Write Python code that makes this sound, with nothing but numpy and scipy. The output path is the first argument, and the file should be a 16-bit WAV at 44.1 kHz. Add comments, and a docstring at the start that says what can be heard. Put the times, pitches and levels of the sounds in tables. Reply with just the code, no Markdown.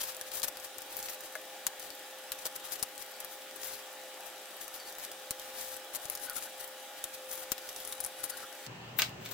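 """Masking tape is picked, peeled and torn off a glass plate by fingers, close by and to the left: dense random
clicks of glue threads, short snaps and sparse ticks, all coloured and echoed. Knocks ring damped modes;
squeaks, peeps and a squeal are narrow resonances; low noise swells and sinks with the level of the tape sounds.
Small fans whine (shaped noise and wavering tones). Near the end the scene cuts from the fan room to a livelier
room with a low hum, where something is ripped twice."""
import sys
import numpy as np
from scipy import signal
from scipy.fft import rfft, irfft, next_fast_len
from scipy.io import wavfile
from scipy.ndimage import uniform_filter1d

SR = 44100
rng = np.random.default_rng(int(sys.argv[2]) if len(sys.argv) > 2 else 0)


def generate_wav(signal):
    """Clip the signal to [-1, 1] and save it as 16-bit WAV at the path in sys.argv[1]."""
    frames = np.transpose(np.atleast_2d(signal))
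    scaled = np.clip(frames, -1, 1) * 32767
    pcm = np.round(scaled).astype(np.int16)
    wavfile.write(sys.argv[1], SR, pcm)


def voltage_ratio(level):
    """Linear amplitude factor for a level in decibels (scalar or array-like)."""
    return 10 ** (np.asarray(level, float) / 20)


N = 411453  # samples
CHANGE_S = 8.667  # cut from the fan room to the livelier room


def evened(x):
    """Scales to an rms of 1."""
    return x / np.sqrt(np.mean(x ** 2) + 1e-20)


def read(points, hz):
    """Reads a (Hz, value) table on a log-frequency axis."""
    f, value = np.transpose(points)
    return np.interp(np.log(hz + 1), np.log(f + 1), value)


def add(mix, start_s, sound):
    """Mixes a two-channel sound in, cut at the ends of the mix."""
    start = round(start_s * SR)
    sound = sound[:, max(-start, 0):]
    part = mix[:, max(start, 0):][:, :sound.shape[1]]
    part += sound[:, :part.shape[1]]


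def sides(pan_db):
    """Left and right gains, pan_db apart, of unchanged mean power."""
    return evened(voltage_ratio([[pan_db / 2], [-pan_db / 2]]))


def resonant_noise(hz, width_hz, length):
    """Complex noise through a one-pole resonance around hz."""
    pole = np.exp(-np.pi * width_hz / SR)
    noise = rng.standard_normal(length) + 1j * rng.standard_normal(length)
    slow = signal.lfilter([1], [1, -pole], noise)
    return slow * np.exp(2j * np.pi * hz * np.arange(1, length + 1) / SR)


def sounded(drive, start_s, hz, pan_db, narrow_db, echo_db, body_db):
    """Clicks (spot, ear, sample) take on a colour around hz, a low body, and echoes of their own in each ear."""
    # tape colour on the plate: hz, relative_db
    tape_colour = [(60, -30), (300, -7), (1500, 4), (4000, 3), (9000, -0.5), (15000, 4), (16500, -11)]
    # tape colour in the livelier room: hz, relative_db
    late_colour = [(60, -30), (500, -9), (1300, -1.5), (3500, 2), (5500, -6), (7500, -5), (10300, -12.5),
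                   (13000, 0), (15300, 3), (16300, -2)]
    # resonance of a loose flap of tape: time_s, relative_db
    flap = [(0, 1), (2.3, 1.5), (3, 2.5), (5.5, -0.5), (6.2, 6.5), (7, 3), (7.7, 1.5), (8.1, 16), (8.6, -5)]
    flap_hz, flap_width_hz = 10100, 1200
    near_t60_s, far_t60_s = 0.03, 0.2  # off plate and frame; off the livelier room
    far_dull_hz, body_top_hz = 9000, 2300
    lead = 100  # samples ahead, room for the filters to ring before the click

    early = start_s < CHANGE_S
    t = np.arange(1500 if early else 6000) / SR
    echoes = rng.standard_normal((len(drive), 2, len(t)))
    echoes *= voltage_ratio(-60 * t / (near_t60_s if early else far_t60_s)) * (t > .0004)
    echoes *= voltage_ratio(echo_db) / np.linalg.norm(echoes[0, 0])
    size = next_fast_len(drive.shape[-1] + len(t) + 2 * lead)
    f = np.fft.rfftfreq(size, 1 / SR)
    dulling = 1 if early else 1 + 1j * f / far_dull_hz
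    space = 1 + rfft(echoes, size) / dulling

    flap_db = np.interp(start_s, *np.transpose(flap)) * early / (1 + ((f - flap_hz) / flap_width_hz) ** 2)
    bump_db = -narrow_db * np.log2((f + 900) / (hz + 900)) ** 2
    colour = evened(voltage_ratio(read(tape_colour if early else late_colour, f) + flap_db + bump_db))
    body = voltage_ratio(body_db) * evened(f ** 2 / (f ** 2 + 350 ** 2) / (1 + (f / body_top_hz) ** 4))
    delay = np.exp(-2j * np.pi * f * lead / SR)
    sound = irfft((rfft(drive, size) * space).sum(0) * np.hypot(colour, body) * delay, size)
    # each ear keeps the energy of the drive
    sound *= np.linalg.norm(drive[:, 0]) / np.linalg.norm(sound, axis=1, keepdims=True)
    return start_s - lead / SR, sides(pan_db) * sound


def rip(peak_s, level_db, rise_s, fall_s, hz, pan_db):
    """Thousands of glue threads a second break along the edge, a few louder than the rest."""
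    threads_per_s, spots = 7000, 5  # each spot on the edge has its own echoes
    t = np.arange(-1.7 * rise_s, 1.5 * fall_s, 1 / SR)
    chance, sign, size, place = rng.random((4, len(t)))
    threads = (chance < threads_per_s / SR) * np.sign(sign - .5) * voltage_ratio(-4.8 * np.log(size + 0.0053))
    envelope_db = level_db - 5.8 * abs(t / np.where(t < 0, rise_s, fall_s)) ** 1.45
    threads = voltage_ratio(envelope_db) * evened(threads)
    by_spot = threads * ((place * spots).astype(int) == np.arange(spots)[:, None])
    both_ears = np.stack([by_spot, np.roll(by_spot, -2, axis=1)], axis=1)  # ears two samples apart
    return sounded(both_ears, peak_s + t[0], hz, pan_db, 3.47, 1.0, -13.5)


def pull(peak_s, level_db, rise_s, fall_s, hz):
    """A rip at the place where the hands work; brighter pulls lean further left."""
    # hand position: time_s, left_right_db of a pull centred on mid_hz
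    hands = [(0, 5.5), (.8, 6), (.95, -1), (1.2, 4), (1.8, 6), (2.5, 6), (3.6, 7.5), (4.9, 4), (5.7, 5),
             (6.4, 6.5), (7.2, 3), (8.2, 7), (9.3, 7)]
    lean_db_per_octave, mid_hz = 8, 9500
    pan_db = np.interp(peak_s, *np.transpose(hands)) + lean_db_per_octave * np.log2(hz / mid_hz)
    return rip(peak_s, level_db, rise_s, fall_s, hz, pan_db)


def snap(start_s, level_db, hz, pan_db, body_db):
    """One sudden release: a very short noise burst, partly different in each ear."""
    n = np.arange(90)
    both, left, right = rng.standard_normal((3, len(n)))
    burst = both + 0.77 * np.array([left, right])
    burst *= voltage_ratio(-.6 * n) * np.minimum(n / 4.3, 1)
    burst *= voltage_ratio(level_db + 18.5) / np.linalg.norm(burst, axis=1, keepdims=True)
    return sounded(burst[None], start_s - .0003, hz, pan_db, 5.7, -4.0, body_db)


def tear(snap_s, level_db, hz, pan_db):
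    """The short rip of glue threads that follows a snap."""
    rise_s, fall_s = .0016, 0.0055
    return rip(snap_s + rise_s, level_db, rise_s, fall_s, hz, pan_db)


def ticks():
    """Stray crackle of tape in the fan room: faint snaps of random moment, size, colour and place."""
    ticks_per_s = 30
    draw = rng.random((round(ticks_per_s * CHANGE_S), 4))
    return [snap(CHANGE_S * when, -51 - 2.8 * np.log(size + .02), 5000 + 8000 * colour, 9 * place, -14)
            for when, size, colour, place in draw]


def knock(start_s, level_db, hz, narrow_db):
    """A blow rings the modes near its pitch, each dying at its own speed."""
    # modes of the glass plate on its frame: mode_hz, relative_db, t60_s
    plate_modes = [(130, -6, .026), (201, -2, 0.012), (266, -0.5, 0.017), (505, 3, .054), (625, -2, .13),
                   (1340, -8, 0.021), (1490, -2, 0.022), (1670, 0.5, .03), (2100, -3, 0.029),
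                   (3410, -1, 0.016), (3750, 1.5, 0.021)]
    # modes of the thing ripped at the end: mode_hz, relative_db, t60_s
    piece_modes = [(626, -8, .077), (1253, -1, 0.043), (1525, -2.5, 0.051), (2260, -2.5, 0.045),
                   (2510, -2, 0.029), (2790, 0, 0.034)]
    t = np.arange(8000) / SR
    ring = np.zeros(len(t))
    for mode_hz, mode_db, t60_s in (plate_modes if start_s < CHANGE_S else piece_modes):
        fading_db = mode_db - narrow_db * np.log2(mode_hz / hz) ** 2 - 60 * t / t60_s
        ring += voltage_ratio(fading_db) * np.sin(2 * np.pi * mode_hz * t)
    return start_s, sides(5.1) * voltage_ratio(level_db) * ring * np.minimum(t / 0.00073, 1)


def squeak(start_s, length_s, hz, level_db, width_hz):
    """Uneven slips ring a narrow resonance."""
    ring = evened(resonant_noise(hz, width_hz, round(length_s * SR)).real)
    return start_s, sides(2.3) * voltage_ratio(level_db) * ring * signal.windows.tukey(len(ring), .4)


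def squeal(peak_s, level_db, rise_s, fall_s, hz, width_hz, pan_db):
    """Fast slipping swells into a narrow whistle and breaks off."""
    t = np.arange(-4 * rise_s, 4 * fall_s, 1 / SR)
    swell = np.exp(-abs(t) / np.where(t < 0, rise_s, fall_s))
    whistle = np.cos(np.angle(resonant_noise(hz, width_hz, len(t))))  # phase wanders, level steady
    return peak_s + t[0], sides(pan_db) * voltage_ratio(level_db) * swell * whistle


def low_noise(tape):
    """Low noise that swells and sinks with the level of the tape sounds."""
    level = np.sqrt(abs(uniform_filter1d((tape ** 2).mean(0), size=1000))) ** 0.7
    lowpass = signal.butter(2, 126, fs=SR, output="sos")
    low = signal.sosfilt(lowpass, rng.standard_normal((2, N)))
    return voltage_ratio(-40) * level * evened(low + 0.13 * low[::-1]) * sides(5.5)


def air(spectrum, likeness, patchy_db, pan_db):
    """Random short-time spectra with drifting patches, partly alike left and right."""
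    frames, hz = N // 512 + 5, np.fft.rfftfreq(2048, 1 / SR)
    a, b, c, d, patches = rng.standard_normal((frames, len(hz), 5)).T
    patches = uniform_filter1d(patches, size=20, axis=0)
    patches = evened(uniform_filter1d(patches, size=6, axis=1))
    same = np.clip(read(likeness, hz), -1, 1)[:, None]
    left, other = a + 1j * b, c + 1j * d
    z = np.array([left, same * left + np.sqrt(1 - same ** 2) * other])
    z *= voltage_ratio(read(spectrum, hz)[:, None] + patchy_db * patches)
    noise = signal.istft(z, nperseg=2048, noverlap=1536)[1][:, :N]
    return sides(pan_db) * evened(noise)


def tones(lines, drift_hz, waver_db):
    """Each line drifts a little in pitch and wavers in level."""
    out = np.zeros((2, N))
    for hz, level_db in lines:
        slow = rng.standard_normal((2, N // 400 + 2))
        slow = uniform_filter1d(slow, size=30, axis=1, mode="wrap")
        bend, swell = (np.interp(np.arange(N) / 400, np.arange(len(v)), evened(v)) for v in slow)
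        tone = np.sqrt(2) * np.sin(2 * np.pi * np.cumsum(hz + drift_hz * bend) / SR)
        out += voltage_ratio(level_db + waver_db * swell) * tone * sides(2.2)
    return out


def fan_room():
    """Rush of air as shaped noise, with blade and motor tones."""
    # rush of air: hz, relative_db
    rush = [(40, -44), (137, -31.5), (200, -22.5), (332, -11.5), (461, -15), (600, -9), (823, -7),
            (1030, -16.5), (1140, -11.5), (1800, -12.5), (2200, -14), (3400, -12), (3950, -14), (4250, -16),
            (9000, -18), (13200, -20), (15600, -21)]
    # left-right likeness: hz, correlation
    rush_likeness = [(60, 0.19), (180, 0.74), (550, 0.99), (1650, 0.71), (4970, 0.029), (15000, 0.017)]
    # blade and motor tones: pitch_hz, level_db
    whine = [(411, -70.5), (520.5, -56), (591, -66), (822, -61.5), (1437, -69.5), (1645, -70.5),
             (1772, -67.5), (1930, -71), (2363, -71), (2765, -83), (2955, -69), (3290, -69.5), (3626, -72),
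             (3864, -68), (4861, -73.5), (7730, -73), (8742, -74), (12683, -69), (15547, -69)]
    return voltage_ratio(-48) * air(rush, rush_likeness, 1.38, 0.39) + tones(whine, 1.51, 1.9)


def livelier_room():
    """Room tone as shaped noise, with a low mains hum and fainter tones."""
    # room tone: hz, relative_db
    room = [(30, -36), (95, -16), (120, -8.5), (190, -9.5), (250, -14), (388, -14.5), (904, -15.5),
            (1120, -19), (2280, -22), (2900, -19), (3300, -25), (5500, -31.5), (8000, -34), (10300, -48),
            (13000, -40), (15000, -43), (16300, -33)]
    # left-right likeness: hz, correlation
    room_likeness = [(60, 0.87), (180, 1), (550, 0.45), (1650, 0.0022), (4970, -0.21), (15000, 0.17)]
    # hum and tones: pitch_hz, level_db
    hum = [(120, -54), (382, -66), (1793, -69)]
    return voltage_ratio(-47) * air(room, room_likeness, 1.2, 0.53) + tones(hum, 3, 2.2)


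def background():
    """Cuts from the fan room to the livelier room."""
    after = np.clip((np.arange(N) / SR - CHANGE_S) / 0.0013, 0, 1)
    return (1 - after) * fan_room() + after * livelier_room()


def scene():
    """Tape, knocks and squeaks over the background."""
    # pulls, glue letting go in a rush: peak_s, level_db, rise_s, fall_s, colour_hz
    pull_rows = [(.011, -33, 0.01, 0.01, 8300), (.039, -32, .0068, 0.0036, 9500),
                 (.091, -38.5, 0.035, 0.025, 9000), (.269, -44.5, 0.0062, .018, 8200),
                 (.346, -34, .011, .033, 10300), (.399, -36.5, 0.01, .005, 10700),
                 (.436, -29.5, 0.0043, 0.012, 9400), (.481, -31, .0045, .004, 11800),
                 (.645, -42.5, 0.016, .017, 9800), (.926, -46.5, 0.028, .03, 10200),
                 (.992, -40.5, 0.024, 0.02, 11200), (1.058, -40.5, 0.022, 0.011, 9500),
                 (1.099, -40, 0.015, .01, 10500), (1.135, -43, .027, .012, 10100),
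                 (1.244, -45, 0.012, .025, 9800), (1.83, -47.5, .02, 0.051, 8900),
                 (2.432, -48, 0.035, .005, 8600), (2.457, -32, 0.0039, .011, 9300),
                 (2.561, -38.5, 0.0073, 0.0046, 11000), (2.645, -40.5, 0.0056, .016, 9100),
                 (2.69, -48, 0.026, .03, 11100), (2.733, -34, .014, 0.0082, 10400),
                 (2.755, -38.5, 0.0028, .0066, 9100), (2.797, -45.5, .014, .006, 8400),
                 (3.025, -41, 0.016, .004, 9800), (3.336, -47.5, 0.028, .02, 11200),
                 (3.633, -47, .02, .032, 9200), (3.675, -41.5, 0.049, .016, 9800),
                 (3.745, -41.5, 0.065, .016, 8500), (3.8, -48, 0.031, .005, 7100),
                 (4.26, -46, 0.0083, .02, 12900), (4.611, -42, 0.006, .03, 11800),
                 (4.746, -43, .012, 0.025, 10200), (4.889, -45.5, .024, .019, 8900),
                 (4.987, -46.5, 0.0046, 0.061, 10900), (5.049, -40, 0.019, .003, 8300),
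                 (5.45, -48, 0.039, 0.057, 8000), (5.588, -40, 0.032, .042, 10400),
                 (5.676, -43.5, 0.067, 0.036, 10300), (5.735, -42, 0.024, 0.016, 10400),
                 (5.957, -34.5, 0.015, 0.0044, 11300), (6.05, -44.5, 0.031, .012, 11000),
                 (6.101, -42, 0.0028, 0.042, 10800), (6.245, -38.5, .025, .019, 11000),
                 (6.368, -34.5, .016, 0.017, 10500), (6.435, -41, 0.026, .025, 8800),
                 (6.607, -39, 0.0087, .0064, 9900), (6.644, -45, 0.029, .004, 11500),
                 (6.983, -47, .012, .012, 9600), (7.144, -41.5, 0.0099, .0096, 8000),
                 (7.33, -39.5, .028, .022, 12500), (7.382, -43.5, 0.032, .031, 12000),
                 (7.431, -42, .011, .01, 9300), (7.68, -48, 0.043, 0.053, 7300),
                 (7.78, -47, 0.019, 0.054, 7500), (7.85, -40, .003, .003, 8900),
                 (7.885, -45, 0.021, 0.048, 9600), (8.039, -38, .006, .003, 10200),
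                 (8.2, -46, 0.02, 0.014, 7500), (8.236, -32.5, 0.0024, 0.019, 10200),
                 (8.297, -34.5, .0035, .0076, 10200), (8.429, -46.5, 0.056, .01, 6300),
                 (8.976, -43, 0.0074, .008, 14500), (8.991, -27, .004, .008, 11000),
                 (8.997, -26, .0041, 0.0041, 4500), (9.01, -35, .006, .0087, 3800),
                 (9.221, -52.5, .017, .03, 8000), (9.262, -42, 0.013, .008, 5100),
                 (9.32, -34.5, 0.0093, .0051, 11200)]
    # snaps of tape and fingernail, and at 8.6652 s a tick just before the scene changes: start_s, level_db,
    # colour_hz, # left_right_db, tear_db (relative to the snap)
    snap_rows = [(0.1475, -38, 6800, 3, -12), (.1676, -37, 9000, 3, -16), (0.2129, -30, 6650, 2, -14),
                 (0.317, -36, 6300, 7, -6), (0.4193, -34, 6900, 5, -14), (.4322, -25, 7900, 6, -10),
                 (0.4366, -28, 10900, 10, -12), (.445, -27, 8000, 6, -12), (0.483, -33, 12300, 11, -8),
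                 (0.5716, -36, 7200, 7, -11), (.6, -40, 8800, 8, -6), (.7836, -34.5, 9800, 10, -10),
                 (.8197, -36.5, 10200, 6, -8), (.9273, -39, 11900, 0, -14), (0.9688, -28, 11400, 13, -15),
                 (.9904, -34, 12200, -1, -10), (1.028, -33, 12100, 3, -8), (1.086, -35.5, 3900, 8, -10),
                 (1.0983, -35, 11500, 3, -10), (1.1334, -41, 8900, 5, -10), (1.1464, -41, 9000, 3, -8),
                 (1.2072, -39, 10500, -4, -4), (1.3535, -38, 6300, 2, -4), (1.6676, -19, 8900, 5, -11.5),
                 (1.7965, -39.5, 10400, 4, 0), (1.9044, -37, 5600, 16, -15), (1.994, -44, 9400, 10, -7),
                 (2.3199, -25.5, 7000, 6, -14), (2.3272, -35, 10500, 3, -12), (2.3896, -40, 6800, 10, -6),
                 (2.455, -30, 8700, 2, -10), (2.4666, -29.5, 8600, 0, -11), (2.5628, -34, 10500, -1, -14),
                 (2.7216, -31.5, 12600, 11, -8), (2.8274, -22.5, 9700, 8, -5.5),
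                 (2.979, -36, 10300, 8, -11), (2.9958, -42, 12600, 12, -4), (3.203, -36, 11600, 3, -3),
                 (3.2472, -33.5, 13000, 9, -9), (3.561, -39, 11900, 14, -5), (3.6163, -41, 8900, 13, -14),
                 (3.633, -34, 7200, 4, -10), (3.6447, -36, 12100, 8, -12), (3.674, -37, 13200, 9, -10),
                 (4.2677, -40, 14200, 14, -10), (4.6803, -36, 11800, 8, -13), (4.8002, -43, 8000, 5, -12),
                 (4.9256, -40, 9000, 2, -14), (4.985, -37, 12000, 7, -12), (5.0503, -36, 8000, -1, -14),
                 (5.1165, -38, 8600, 3, -5), (5.3086, -24, 9150, 3.5, -11), (5.3975, -35.5, 7560, 1, -13),
                 (5.7664, -36.5, 10600, 6, -7), (5.9584, -28, 11500, 12, -12), (5.966, -34, 11900, 9, -10),
                 (6.0555, -34, 11700, 4, -12), (6.0998, -24, 12200, 6, -21), (6.1524, -30.5, 8000, 3, -8),
                 (6.1747, -37, 7500, 4, -14), (6.1988, -42, 11000, 6, -6), (6.2982, -28.5, 9600, 6, -15),
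                 (6.3332, -38, 10400, 6, -12), (6.678, -40, 8400, 1, -11), (7.0413, -25.5, 9100, 3, -12),
                 (7.3144, -35, 9400, 2, -12), (7.333, -35, 12500, 6, -12), (7.3405, -41, 12500, 6, -12),
                 (7.355, -36, 12000, 5, -12), (7.3773, -40, 10400, 6, -10), (7.5189, -20.5, 8700, 8, -8.5),
                 (7.5806, -34.5, 6600, 7, -8), (7.691, -34.5, 7600, 1, -7), (7.7627, -35, 6860, -2, -8),
                 (7.8029, -37, 8500, 8, -11), (7.851, -35, 9000, 3, -12), (7.8753, -32, 10000, 10, -17),
                 (7.8914, -41, 11000, 6, -10), (7.9245, -31, 7300, 4, -6.5), (8.004, -28, 10700, 10, -14),
                 (8.0073, -28, 10600, 10, -14), (8.0412, -30, 10200, 10, -14),
                 (8.0484, -26.5, 9700, 7, -16), (8.0627, -31, 9800, 7, -6), (8.3, -32.5, 10100, 7, -10),
                 (8.3719, -38.5, 9100, 7, -3), (8.5278, -41.5, 10800, 12, -13),
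                 (8.6652, -37, 4630, -2, -9.5), (8.991, -29, 2800, 6, -4), (9.0205, -18, 4300, 5, -11),
                 (9.0241, -22, 3460, -3, -14), (9.094, -46, 14000, 6, -8), (9.252, -43, 12000, 7, -6),
                 (9.2608, -38, 5500, 4, -8), (9.29, -42, 8200, 4, -4)]
    # dull knocks: start_s, level_db, best_struck_hz, narrow_db (lost per octave squared)
    knock_rows = [(.212, -38, 1760, 120), (1.354, -28.5, 1700, 27), (1.357, -38.5, 625, 120),
                  (1.668, -41, 1490, 30), (2.32, -43, 2100, 8), (2.456, -40, 533, 40),
                  (2.826, -37, 206, 60), (5.309, -40, 230, 6), (6.054, -40, 125, 60),
                  (7.041, -34.5, 3520, 120), (7.5195, -32.5, 266, 60), (7.925, -33.5, 3750, 200),
                  (8.9891, -27, 1900, 7), (8.997, -32, 2300, 11), (9.019, -31.5, 2400, 6),
                  (9.028, -31, 1700, 3), (9.258, -39, 2300, 120)]
    # creaks of skin pressed along glass: start_s, length_s, pitch_hz, level_db
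    squeak_rows = [(6.262, 0.037, 1490, -48.5), (6.294, 0.045, 1415, -48.5), (6.358, 0.044, 1384, -51),
                   (6.452, .04, 1510, -55), (7.403, .17, 1450, -62), (7.616, .08, 1454, -57),
                   (8.187, 0.078, 1490, -56), (8.296, .067, 1450, -52), (8.377, 0.04, 1510, -53),
                   (8.423, .035, 1356, -48.5)]
    # thin, faint peeps: start_s, length_s, pitch_hz, level_db
    peep_rows = [(.145, .065, 14850, -58), (1.91, .032, 4470, -58), (3.133, .04, 4600, -59),
                 (4.784, .058, 4560, -53.5), (4.845, 0.054, 4550, -56), (6.267, .044, 4530, -60),
                 (6.63, .1, 15000, -59), (8.311, 0.033, 4550, -55)]
    # squeal, far left, opening the first late rip: peak_s, level_db, rise_s, fall_s, pitch_hz, width_hz, left_right_db
    squeal_row = (8.9897, -15.5, .002, .0013, 15400, 160, 12)

    tape, others = np.zeros((2, 2, N))
    for row in pull_rows:
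        add(tape, *pull(*row))
    for start_s, level_db, hz, pan_db, tear_db in snap_rows:
        add(tape, *snap(start_s, level_db, hz, pan_db, -17.5))
        add(tape, *tear(start_s, level_db + tear_db, hz, pan_db))
    for tick in ticks():
        add(others, *tick)
    for row in knock_rows:
        add(others, *knock(*row))
    for row in squeak_rows:
        add(others, *squeak(*row, width_hz=85))
    for row in peep_rows:
        add(others, *squeak(*row, width_hz=80))
    add(others, *squeal(*squeal_row))
    return tape + others + low_noise(tape) + background()


def band_limit(x):
    """A steep low-pass at the top of the band."""
    return signal.sosfilt(signal.butter(12, 17140, fs=SR, output="sos"), x)


def record(dry):
    """A steep band limit takes off the top treble."""
    edge_hz = 15950
    lowpass = signal.firwin(255, edge_hz, window=("kaiser", 2.5), fs=SR)
    mix = signal.oaconvolve(dry, lowpass[None], "same")
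    return band_limit(mix)


dry = scene()
out = record(dry)
generate_wav(out)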